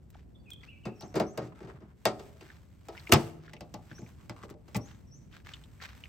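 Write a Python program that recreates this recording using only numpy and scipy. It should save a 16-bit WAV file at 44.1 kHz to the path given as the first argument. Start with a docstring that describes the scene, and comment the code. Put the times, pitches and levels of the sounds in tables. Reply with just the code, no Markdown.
"""A metal fuel cap is knocked into a tractor's filler neck and screwed down, ringing the steel tank.
The chrome flap slams on the sheet-metal bonnet and a key grates in its lock. Shoes scuff on dirt
and a plastic jerrycan clicks as it is carried off. Small birds whistle in the yard, and parked
vehicles return a faint echo over a low rumble."""
import sys
import numpy as np
from scipy import signal
from scipy.fft import rfft, irfft, next_fast_len
from scipy.io import wavfile
from scipy.ndimage import uniform_filter1d

SR = 44100
rng = np.random.default_rng(int(sys.argv[2]) if len(sys.argv) > 2 else 0)


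def inscribe(sig):
    """Save sig as 16-bit PCM at rate SR to the path in sys.argv[1].

    A 1-D sig is mono; a 2-D sig holds one channel per row.
    Samples are clipped to [-1, 1] before scaling.
    """
    pcm = np.round(np.clip(np.atleast_2d(sig).T, -1, 1) * 32767)
    wavfile.write(sys.argv[1], SR, pcm.astype(np.int16))


N = 268172
TOP_HZ = 15900
# dense overtones of the bonnet and flap: freq_hz, density_db, t60_s
BONNET_OVERTONES = [(50, -8, 0.2), (110, -4.5, 0.12), (351.6, -7, 0.29), (960, -11.5, 0.22),
                    (2180, -17, 0.088), (5260, -8.5, 0.13), (8500, -17, 0.015), (15000, -22.5, 0.039)]


def undb(db):
    """Decibels to gain."""
    return 10 ** (np.asarray(db) / 20)


def unit(x):
    """Scale to rms 1."""
    return x / np.sqrt(np.mean(x ** 2))


def burst(x, db, window_s=.02):
    """Give a short stereo sound the energy of window_s of steady sound at db."""
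    return x * undb(db) / np.sqrt(np.sum(x ** 2) / (2 * window_s * SR))


def seconds(length_s):
    """Time axis."""
    return np.arange(int(length_s * SR)) / SR


def fade(t, t60_s):
    """Exponential decay, 60 dB down at t60_s."""
    return np.exp(-np.log(1000) * t / t60_s)


def add(out, start_s, x):
    """Mix x into out at start_s."""
    i = max(int(start_s * SR), 0)
    out[:, i:i + x.shape[1]] += x[:, :max(N - i, 0)]


def along(hz, table, column=1):
    """Read a column of a table on a log-frequency axis."""
    columns = np.transpose(table)
    return np.interp(np.log(hz + 1), np.log(columns[0]), columns[column])


def shape(x, gain):
    """Filter by a gain that is a function of frequency."""
    size = next_fast_len(x.shape[-1])
    return irfft(rfft(x, size) * gain(np.fft.rfftfreq(size, 1 / SR)), size)[..., :x.shape[-1]]


def equalise(x, curve):
    """Filter by an EQ curve of freq_hz, gain_db points."""
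    return shape(x, lambda f: undb(along(f, curve)))


def band(x, low_hz, high_hz, order=3):
    """Causal band-pass."""
    sos = signal.butter(order, [low_hz, min(high_hz, .45 * SR)], "band", fs=SR, output="sos")
    return signal.sosfilt(sos, x)


def resonance(x, hz, width_hz, order=2):
    """One resonant band around hz."""
    low_hz = np.hypot(hz, width_hz / 2) - width_hz / 2
    return band(x, low_hz, low_hz + width_hz, order)


def convolve(x, response):
    """Play x through a stereo impulse response scaled to unit energy."""
    return signal.fftconvolve(x, response / np.sqrt(np.sum(response ** 2) / 2), axes=1)[:, :N]


def noise(count, apart_hz=1100, width=0.86):
    """Stereo noise: alike in the bass, wider above apart_hz."""
    mid, side = rng.standard_normal((2, count))
    side = shape(side, lambda f: 0.24 + width * f / np.hypot(f, apart_hz))
    return np.array([mid + side, mid - side])


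def flutter(count, size):
    """Random wobble of spread 1, smoothed over size samples."""
    return unit(uniform_filter1d(rng.standard_normal(SR), size=size))[:count]


def drift(points):
    """Slow wander through random points spread evenly over the scene."""
    return np.interp(np.arange(N), np.linspace(0, N - 1, points), rng.standard_normal(points))


def wash(t, table, width):
    """Noise that dies at its own rate in each octave; alternate signs keep neighbours in phase."""
    hiss, out = noise(len(t), width=width), 0
    for k, hz in enumerate(60 * 2. ** np.arange(9)):
        octave = band(hiss, hz / np.sqrt(2), hz * np.sqrt(2), order=2)
        out += (-1) ** k * octave * undb(along(hz, table)) * fade(t, along(hz, table, column=2))
    return out


def rumble(level_db=-54, swell_db=1.2):
    """A distant low rumble that swells slowly."""
    # bass-heavy spectrum: freq_hz, gain_db
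    colour = [(20, -33), (40, -12.5), (62, 2), (110, -2), (170, -6.5), (300, -15.5), (550, -26),
              (1200, -41.5), (3000, -60), (15000, -64)]
    return unit(equalise(noise(N, apart_hz=497), colour)) * undb(level_db + swell_db * drift(30))


def rustle(trim_db=-3.5, grain_db=2.5, flicker_db=1.8):
    """Clothes and dust make a faint, restless, grainy hiss nearby."""
    # rise and fall of the movement: time_s, level_db
    contour = [(0, -75), (.45, -74), (.62, -69.5), (.8, -70), (1.1, -65.5), (1.65, -72.5), (1.95, -73),
               (2.27, -58.5), (2.36, -67.5), (2.45, -60), (2.75, -70), (3.05, -57), (3.2, -47.5),
               (3.4, -72), (4.05, -63.5), (4.48, -69.5), (4.55, -79), (4.665, -70), (4.69, -63),
               (4.87, -64), (5.2, -72), (5.5, -65), (6.08, -60.5)]
    # spectrum of the rustle: freq_hz, gain_db
    colour = [(300, -1), (900, 7), (2000, 4), (4000, -3), (7500, -5.5), (10000, -11), (13500, -8.5)]
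    level_db = np.interp(np.arange(N) / SR, *np.transpose(contour)) + flicker_db * drift(160)
    grains = undb(grain_db * unit(uniform_filter1d(rng.standard_normal(N), size=90)))
    return unit(equalise(noise(N, width=.35) * grains, colour)) * undb(level_db + trim_db)


def clicks(rows, partials, width_ratio, t60_s, snap):
    """Small stiff parts: a fast-dying snap of noise through broad resonances."""
    out, t = np.zeros((2, N)), seconds(.15)
    for start_s, level_db, pitch_hz in rows:
        tap = noise(len(t), width=.2) * (fade(t, t60_s) + snap * fade(t, .007))
        click = sum(undb(db) * resonance(tap, ratio * pitch_hz, width_ratio * pitch_hz)
                    for ratio, db in partials)
        add(out, start_s, burst(click, level_db))
    return out


def metal_ticks():
    """Bangle, key and latch give bright, almost pitchless ticks."""
    # light metal contacts: start_s, level_db
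    touches = [(0.103, -67), (.504, -56), (0.533, -61.5), (1.155, -51.5), (1.198, -51), (1.375, -51.5),
               (3.608, -78), (4.295, -89), (4.5, -61.5), (4.765, -42.5)]
    rows = [(start_s, level_db, 8700) for start_s, level_db in touches]
    return clicks(rows, partials=[(0.63, 0)], width_ratio=3.5, t60_s=0.042, snap=0.8)


def scuffs(grain_db=5.5, slip_db=2.5):
    """Grit crunches in uneven grains and little slips under a quick swell."""
    # strokes of shoes and sleeves: start_s, length_s, level_db
    strokes = [(0.125, 0.12, -68.5), (0.609, 0.096, -65.5), (2.403, 0.21, -64.5), (2.917, 0.12, -62),
               (3.395, 0.17, -65), (3.865, 0.15, -65.5), (4.854, 0.12, -63.5), (5.305, 0.12, -60),
               (5.445, 0.15, -56), (5.794, 0.22, -59.5), (5.812, 0.067, -48.5)]
    # spectrum of the crunch: freq_hz, gain_db
    colour = [(300, -14), (800, -7), (1600, 1), (3200, -7), (6000, -13), (10000, -30.5), (14000, -24.5)]
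    out = np.zeros((2, N))
    for start_s, length_s, level_db in strokes:
        progress = seconds(length_s) / length_s
        count = len(progress)
        roughness = undb(grain_db * flutter(count, size=40) + slip_db * flutter(count, size=500))
        crunch = equalise(noise(SR, width=0.32)[:, :count] * roughness, colour)
        add(out, start_s, undb(level_db) * unit(crunch * np.sin(np.pi * progress ** 0.65)))
    return out


def handling_clicks():
    """Handled parts and the plastic jerrycan click lightly, each tap at its own pitch."""
    # light taps: start_s, level_db, pitch_hz
    taps = [(.153, -58.5, 750), (.633, -57, 2110), (1.023, -56.5, 4200), (2.409, -60.5, 2550),
            (2.501, -54.5, 1730), (2.95, -57, 1660), (2.977, -50, 2350), (2.997, -58.5, 4300),
            (3.071, -47, 2340), (3.479, -56, 1550), (3.5657, -58.5, 2480), (3.913, -52.5, 1540),
            (3.9826, -59.5, 1600), (4.063, -63, 2200), (5.327, -65, 2990), (5.471, -64, 1940),
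            (5.5362, -47, 3210), (5.638, -61.5, 3400), (5.802, -57, 1900), (5.825, -55.5, 4340),
            (5.8495, -48.5, 1820), (6.038, -49.5, 2790), (6.056, -57, 2200)]
    # resonances of a tapped part: pitch_ratio, gain_db
    partials = [(0.999, 7), (2.2, -12)]
    return clicks(taps, partials, width_ratio=0.28, t60_s=0.05, snap=2.4)


def add_bird_call(out, start_s, pitch_hz, envelope, waver, tremble_db=3):
    """Mix in one wavering, trembling tone and its slap echoes."""
    # reflections off hard walls: delay_s, gain_db
    walls = [(0.042, -15), (0.088, -15)]
    count = len(pitch_hz)
    tone = np.sin(2 * np.pi * np.cumsum(pitch_hz * (1 + waver * flutter(count, size=70))) / SR)
    call = np.tile(envelope * undb(tremble_db * flutter(count, size=400)) * tone, (2, 1))
    add(out, start_s, call)
    for delay_s, gain_db in walls:
        add(out, start_s + delay_s, undb(gain_db) * call)


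def bird_whistles(slide_s=0.0155):
    """Short whistles slide onto a note, most of them from above."""
    # whistled notes: start_s, length_s, pitch_hz, level_db, bend_ratio (starting offset from the note)
    notes = [(0.346, 0.033, 3350, -61.5, 0.077), (0.389, 0.039, 4480, -71.5, 0.081),
             (0.456, 0.059, 2430, -51.5, 0.13), (0.51, 0.044, 3150, -47.5, 0.14),
             (0.665, 0.068, 2860, -51.5, -0.21), (0.69, 0.12, 2575, -54.5, 0.047),
             (0.695, 0.1, 2310, -60, 0.2), (0.834, 0.061, 2534, -48, 0.17),
             (0.862, 0.062, 2640, -55, -0.051)]
    out = np.zeros((2, N))
    for start_s, length_s, pitch_hz, level_db, bend_ratio in notes:
        t = seconds(length_s)
        glide_hz = pitch_hz * (1 + bend_ratio * np.exp(-t / slide_s))
        envelope = undb(level_db) * np.sin(np.pi * (t / length_s) ** 0.81)
        add_bird_call(out, start_s, glide_hz, envelope, waver=0.017)
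    return out


def ring(t, modes, build_s):
    """Panel modes, a little different at each blow: low ones build slowest, high ones spread widest."""
    out = 0
    for k, (hz, db, t60_s) in enumerate(modes):
        accent, detune, lag = rng.standard_normal(3)
        spread = lag * min(hz / 2200, .6) * np.array([[1], [-1]])
        tone = np.sin(2 * np.pi * hz * (1 + .002 * detune) * t + spread)
        attack = 1 - np.exp(-t * np.sqrt(hz / 200) / build_s)
        out += (-1) ** k * undb(db + 1.2 * accent) * tone * fade(t, t60_s) * attack
    return out


def knocks(blows, modes, overtones, registers_db, heft, wash_db, crack_db, build_s, grit):
    """Steel on steel: edges chatter while in contact, then the panel rings."""
    out, t = np.zeros((2, N)), seconds(.8)
    edges_hz = (45, 280, 850, 2400, 7000, TOP_HZ)  # registers: thump, body, clank, clack, tick
    strongest_db = max(blow[1] for blow in blows)
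    for start_s, level_db, tilt_db, contact_s, favoured_hz in blows:
        # brightness tilts the registers around the body, by tilt_db per register
        levels_db = level_db + np.array(registers_db) + tilt_db * (np.arange(5) - 1)
        levels_db[0] -= heft * (strongest_db - level_db)  # lighter blows lose thump
        chatter = np.exp(grit * flutter(len(t), size=30))
        contact = (1 - np.exp(-t / (.15 * contact_s))) / (1 + (t / contact_s) ** 6)
        crack = burst(noise(len(t), width=.2) * chatter * contact, crack_db)
        shimmer = burst(wash(t, overtones, width=.3), wash_db)
        steel = burst(ring(t, modes, build_s), 0) + shimmer
        hit = steel * (1 - np.exp(-4 * t / contact_s)) + crack
        knock = sum(burst(band(hit, lo, hi), db) for lo, hi, db in zip(edges_hz, edges_hz[1:], levels_db))
        # the struck spot favours the modes near one pitch
        hollow = undb(6) * resonance(knock, favoured_hz, .3 * favoured_hz, order=1)
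        add(out, start_s, unit(knock + hollow) * np.std(knock) * undb(2.5))
    return out


def cap_knocks():
    """The cap knocks in the filler neck and sets the tank ringing."""
    # knocks of the cap: start_s, level_db, tilt_db, contact_s, favoured_hz
    blows = [(0.853, -36, -0.5, 0.0069, 183), (0.868, -40, -4, 0.0037, 485), (1.008, -57.5, 8, 0.0019, 730),
             (1.022, -45, -5, 0.048, 780), (1.1415, -37.5, -1.5, 0.00099, 454),
             (1.154, -26, -0.4, 0.026, 424), (1.199, -25.5, -0.5, 0.00082, 624),
             (1.375, -32.5, 0, 0.0039, 540), (1.41, -39.5, -2, 0.058, 135), (1.468, -53, 0.5, .01, 330),
             (1.603, -47, -4.5, 0.0083, 385), (1.629, -46, -3, 0.0026, 137),
             (1.647, -51, -0.5, 0.0053, 336), (1.675, -48.5, -1, 0.034, 464), (1.734, -53, -5, .01, 152),
             (1.804, -57.5, -1, 0.0019, 430), (1.82, -51, -5.5, 0.0037, 173), (2.0535, -24, 5, 0.0013, 617),
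             (2.064, -39.5, -4, 0.0053, 236), (2.192, -47.5, 3, 0.0094, 423),
             (2.408, -52.5, 3.5, 0.0057, 343)]
    # modes of the tank and neck: pitch_hz, level_db, t60_s
    modes = [(118.6, -4.5, 0.24), (137.2, 0.5, 0.098), (171.7, -5, 0.21), (214, -3, 0.2),
             (241, -12.5, 0.19), (315.3, -0.5, 0.33), (362.2, 3, 0.216), (389.2, 3, 0.27),
             (418, -6.5, 0.61), (451, 7, 0.14), (541, 1.5, 0.18), (577, -4.5, 0.29), (639.6, 6.5, 0.12),
             (732, -8.5, 0.32), (752, -14, 0.39), (804, -9.5, 0.18), (875, -6.5, 0.185), (1088, -15, 0.16),
             (1157, -5.5, 0.088), (1258, -15.5, 0.32), (1357, -11.5, 0.21), (1583, -9, 0.1),
             (1874, -8, 0.11), (2200, -14, 0.13), (2787, -6.5, 0.082), (3620, -5.5, 0.059),
             (4780, -6.5, 0.11)]
    # dense overtones of the tank: freq_hz, density_db, t60_s
    overtones = [(51.3, -27, 0.086), (113.3, -12, 1), (590, -0.5, 0.15), (1220, -7.5, 0.2),
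                 (2340, -22.5, 0.2), (4632, -7, 0.092), (7700, -19, 0.1), (15000, -36, 0.06)]
    return knocks(blows, modes, overtones, registers_db=(-3, -3, -8, -15, -29),
                  heft=0.057, wash_db=-7.5, crack_db=-13.5, build_s=.0012, grit=0.25)


def cap_thread(start_s=0.96, length_s=1, level_db=-63.5, grain_db=3, slip_db=6):
    """The cap's thread sticks and slips through one turn of the wrist."""
    out, progress = np.zeros((2, N)), seconds(length_s) / length_s
    count = len(progress)
    friction = noise(count)
    friction *= undb(grain_db * flutter(count, size=60) + slip_db * flutter(count, size=1500))
    rub = resonance(friction, hz=850, width_hz=1000) * np.sqrt(np.sin(np.pi * progress))
    add(out, start_s, undb(level_db) * unit(rub))
    return out


def bird_squeaks():
    """Thin calls lead in softly, climb and flick up, each at its own pace."""
    # rising calls: time_s, level_db
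    calls = [(0.988, -54.5), (1.255, -55.5), (3.94, -57), (4.799, -53.5), (5.103, -55.5)]
    # contour of one call: offset_s, pitch_hz, gain_db
    contour = [(-.04, 5850, -30), (-.025, 5750, -11), (-.004, 5650, -15), (0, 5050, -19), (.012, 5580, 0),
               (.04, 6000, 0), (.065, 6550, -4), (.08, 7400, -11), (.092, 8200, -22)]
    offsets_s, pitches_hz, gains_db = np.transpose(contour)
    out = np.zeros((2, N))
    for (time_s, level_db), (stretch, detune) in zip(calls, rng.standard_normal((len(calls), 2))):
        times = offsets_s * (1 + .04 * stretch)
        t = times[0] + seconds(times[-1] - times[0])
        glide_hz = np.interp(t, times, pitches_hz) * (1 + .008 * detune)
        envelope = undb(level_db + np.interp(t, times, gains_db))
        add_bird_call(out, time_s + times[0], glide_hz, envelope, waver=0.014)
    return out


def scrapes(strokes, modes, catches_per_s, grit_db=5):
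    """Metal dragged over metal catches at uneven moments, each a tiny snap into narrow resonances."""
    out, t = np.zeros((2, N)), seconds(.25)
    for start_s, length_s, level_db in strokes:
        catches = rng.random(SR)[:len(t)] < catches_per_s / SR
        sizes = undb(grit_db * rng.standard_normal(len(t)))
        snaps = signal.fftconvolve(catches * sizes, fade(t, t60_s=0.0025))[:len(t)]
        friction = noise(len(t), width=.4) * (snaps + .3) / (1 + (t / length_s) ** 8)
        scrape = sum(undb(db) * resonance(friction, hz, width_hz, order=1) for hz, width_hz, db in modes)
        add(out, start_s, burst(scrape, level_db))
    return out


def rim_scrapes():
    """The cap's rim drags in the neck."""
    # drags of the rim: start_s, length_s, level_db
    strokes = [(1.55, 0.049, -58), (1.605, 0.033, -58.5), (1.67, 0.065, -59.5)]
    # resonances of the rim: pitch_hz, width_hz, gain_db
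    modes = [(870, 100, 8), (1320, 80, 6.5), (1560, 150, 3), (2100, 340, -6), (3320, 710, -34)]
    return scrapes(strokes, modes, catches_per_s=200)


def flap_slam():
    """The flap is lifted and slammed, and the sheet-metal bonnet rings."""
    # hits of the flap: start_s, level_db, tilt_db, contact_s, favoured_hz
    blows = [(2.885, -43, -3, 0.0007, 820), (3.092, -34, -5.5, 0.005, 318),
             (3.118, -28.5, -1.5, 0.00077, 1280), (3.1212, -18, 0.68, 0.004, 2150),
             (3.134, -22, 0.5, 0.004, 118), (3.142, -31, -5, 0.003, 105)]
    # modes of the bonnet with the flap: pitch_hz, level_db, t60_s
    modes = [(90, -1, 0.09), (123, 5, 0.047), (144.4, -4, 0.2), (157.4, -29, 2.3), (228.5, -12, 0.3),
             (201, -6, 0.24), (334, 2.5, 0.26), (358, -3, 0.12), (403.8, 2.5, 0.16), (448, -7.5, 0.31),
             (530.5, -11.5, 0.14), (643, -2.5, 0.084), (702, -10.5, 0.24), (858, -7.5, 0.15),
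             (906, -3.5, 0.064), (1182, -4, 0.11), (1293, 2, 0.14), (1717, -13, 0.098), (2245, -11, 0.071),
             (2340, -8.5, 0.025), (2510, -6.5, 0.043), (2940, -3.5, 0.07), (4662, -4.5, 0.08),
             (5180, -5.5, .05), (5180, 0, 0.08)]
    return knocks(blows, modes, BONNET_OVERTONES, registers_db=(-0.5, -0.5, -7, -7, -9.5),
                  heft=0.85, wash_db=0, crack_db=0, build_s=0.0017, grit=0.077)


def lock_clunks():
    """A palm settles on the shut flap and the key turns the lock."""
    # knocks of palm and key: start_s, level_db, tilt_db, contact_s, favoured_hz
    blows = [(3.23, -46, 0.5, .004, 135), (3.532, -48.5, 3.5, 0.0067, 1900), (3.607, -45, 3.5, 0.0034, 669),
             (3.739, -42.5, 3.5, 0.0061, 790), (3.912, -49, -4, 0.0021, 150),
             (3.985, -49, 0.5, 0.0091, 332), (4.018, -46.5, -3.5, 0.0014, 146.7),
             (4.2955, -41.5, 2.5, 0.0013, 1500), (4.428, -47, 0, 0.023, 430),
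             (4.503, -47.5, 0.5, 0.01, 370), (4.539, -55, -3, .003, 600), (4.68, -54.5, 1, 0.0069, 1280),
             (4.7455, -39.5, 3.5, 0.0046, 1090), (4.75, -35.5, 1, 0.013, 2150),
             (4.76, -40, -2.5, 0.0011, 170)]
    # modes of the flap, damped under the palm: pitch_hz, level_db, t60_s
    modes = [(114.2, 7.5, 0.16), (168, -6, 0.27), (202, 9.5, 0.079), (234.2, -5, 0.23), (262.4, -9.5, 0.41),
             (331.5, 3, 0.14), (398.3, -5, 0.21), (450, -6, 0.3), (598, -2, 0.22), (796, -15, 0.47),
             (852, 0, 0.14), (1101, -2, 0.13), (1167, -6.5, 0.25), (2010, 1, 0.082), (2240, 0, 0.041),
             (2644, -5, 0.11), (2700, -24, 0.27), (5050, 11, 0.03)]
    return knocks(blows, modes, BONNET_OVERTONES, registers_db=(4, -4.5, -14.5, -16.5, -30.5),
                  heft=0.49, wash_db=-1, crack_db=2.5, build_s=0.0024, grit=0.09)


def key_scrapes():
    """The key grates in the lock."""
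    # strokes of the key: start_s, length_s, level_db
    strokes = [(4.175, 0.068, -63), (4.362, 0.082, -49), (4.427, 0.036, -54), (4.482, 0.048, -56.5),
               (4.885, 0.062, -68)]
    # resonances of the key: pitch_hz, width_hz, gain_db
    modes = [(1120, 250, 18), (1480, 130, 8), (1980, 77, 7), (2750, 250, -6), (4040, 980, -14),
             (5540, 250, -16)]
    return scrapes(strokes, modes, catches_per_s=310)


def scatter(x, t60_s=0.072, wet_db=-5):
    """Distant sound arrives along many nearly equal paths, which smears it."""
    t = seconds(0.11)
    return x + undb(wet_db) * convolve(x, noise(len(t)) * fade(t, t60_s))


def yard_echo(x, build_s=0.012):
    """Diffuse echo from the parked vehicles and walls."""
    # echo tail: freq_hz, density_db, t60_s
    tail = [(79.4, 0.5, 0.91), (400.7, 5, 1), (1400, -7, 0.78), (3950, 3.5, 0.37), (8300, 2, 0.45),
            (15000, -12.5, 0.34)]
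    t = seconds(1)
    return convolve(x, wash(t, tail, width=0.67) * (1 - np.exp(-(t / build_s) ** 2)))


def scene(bird_db=-4, near_send_db=-26, bird_send_db=-13):
    """Metalwork, handling and footwork all slightly left, distant birds, in an open yard."""
    metalwork = cap_knocks() + cap_thread() + flap_slam() + lock_clunks() + metal_ticks()
    movement = handling_clicks() + scuffs()
    grating = key_scrapes() + rim_scrapes()
    near = (metalwork + grating) * undb([[0.5], [-0.5]]) + movement * undb([[0.3], [-0.3]])
    birds = undb(bird_db) * scatter(bird_squeaks() + bird_whistles())
    echo = yard_echo(undb(near_send_db) * near + undb(bird_send_db) * birds)
    return near + birds + echo + rumble() + rustle()


def record(dry):
    """A phone's microphone colours the treble, rounds the loudest peak and cuts the top."""
    # treble response of the microphone: freq_hz, gain_db
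    response = [(7000, 0.5), (8300, 6.5), (10000, -5.5), (11300, 2), (12800, 1.5), (16000, -4)]
    # a bonnet reflection widens the sound near 1750 Hz; the phone's two ports shift the treble
    # left-right phase: freq_hz, lead_rad
    phase = [(1300, 0), (1750, 1), (2300, 0), (3900, .7), (5900, .3), (7000, -.8), (8000, -1.2),
             (9300, -2.7), (11000, -3.4), (12200, -4.7), (13600, -6.28)]
    sides = np.array([[.5], [-.5]])
    heard = shape(dry, lambda f: undb(along(f, response)) * np.exp(1j * sides * along(f, phase)))
    low_pass = signal.ellip(8, .2, 70, TOP_HZ, fs=SR, output="sos")
    return signal.sosfilt(low_pass, np.tanh(heard))


dry = scene()
out = record(dry)
inscribe(out)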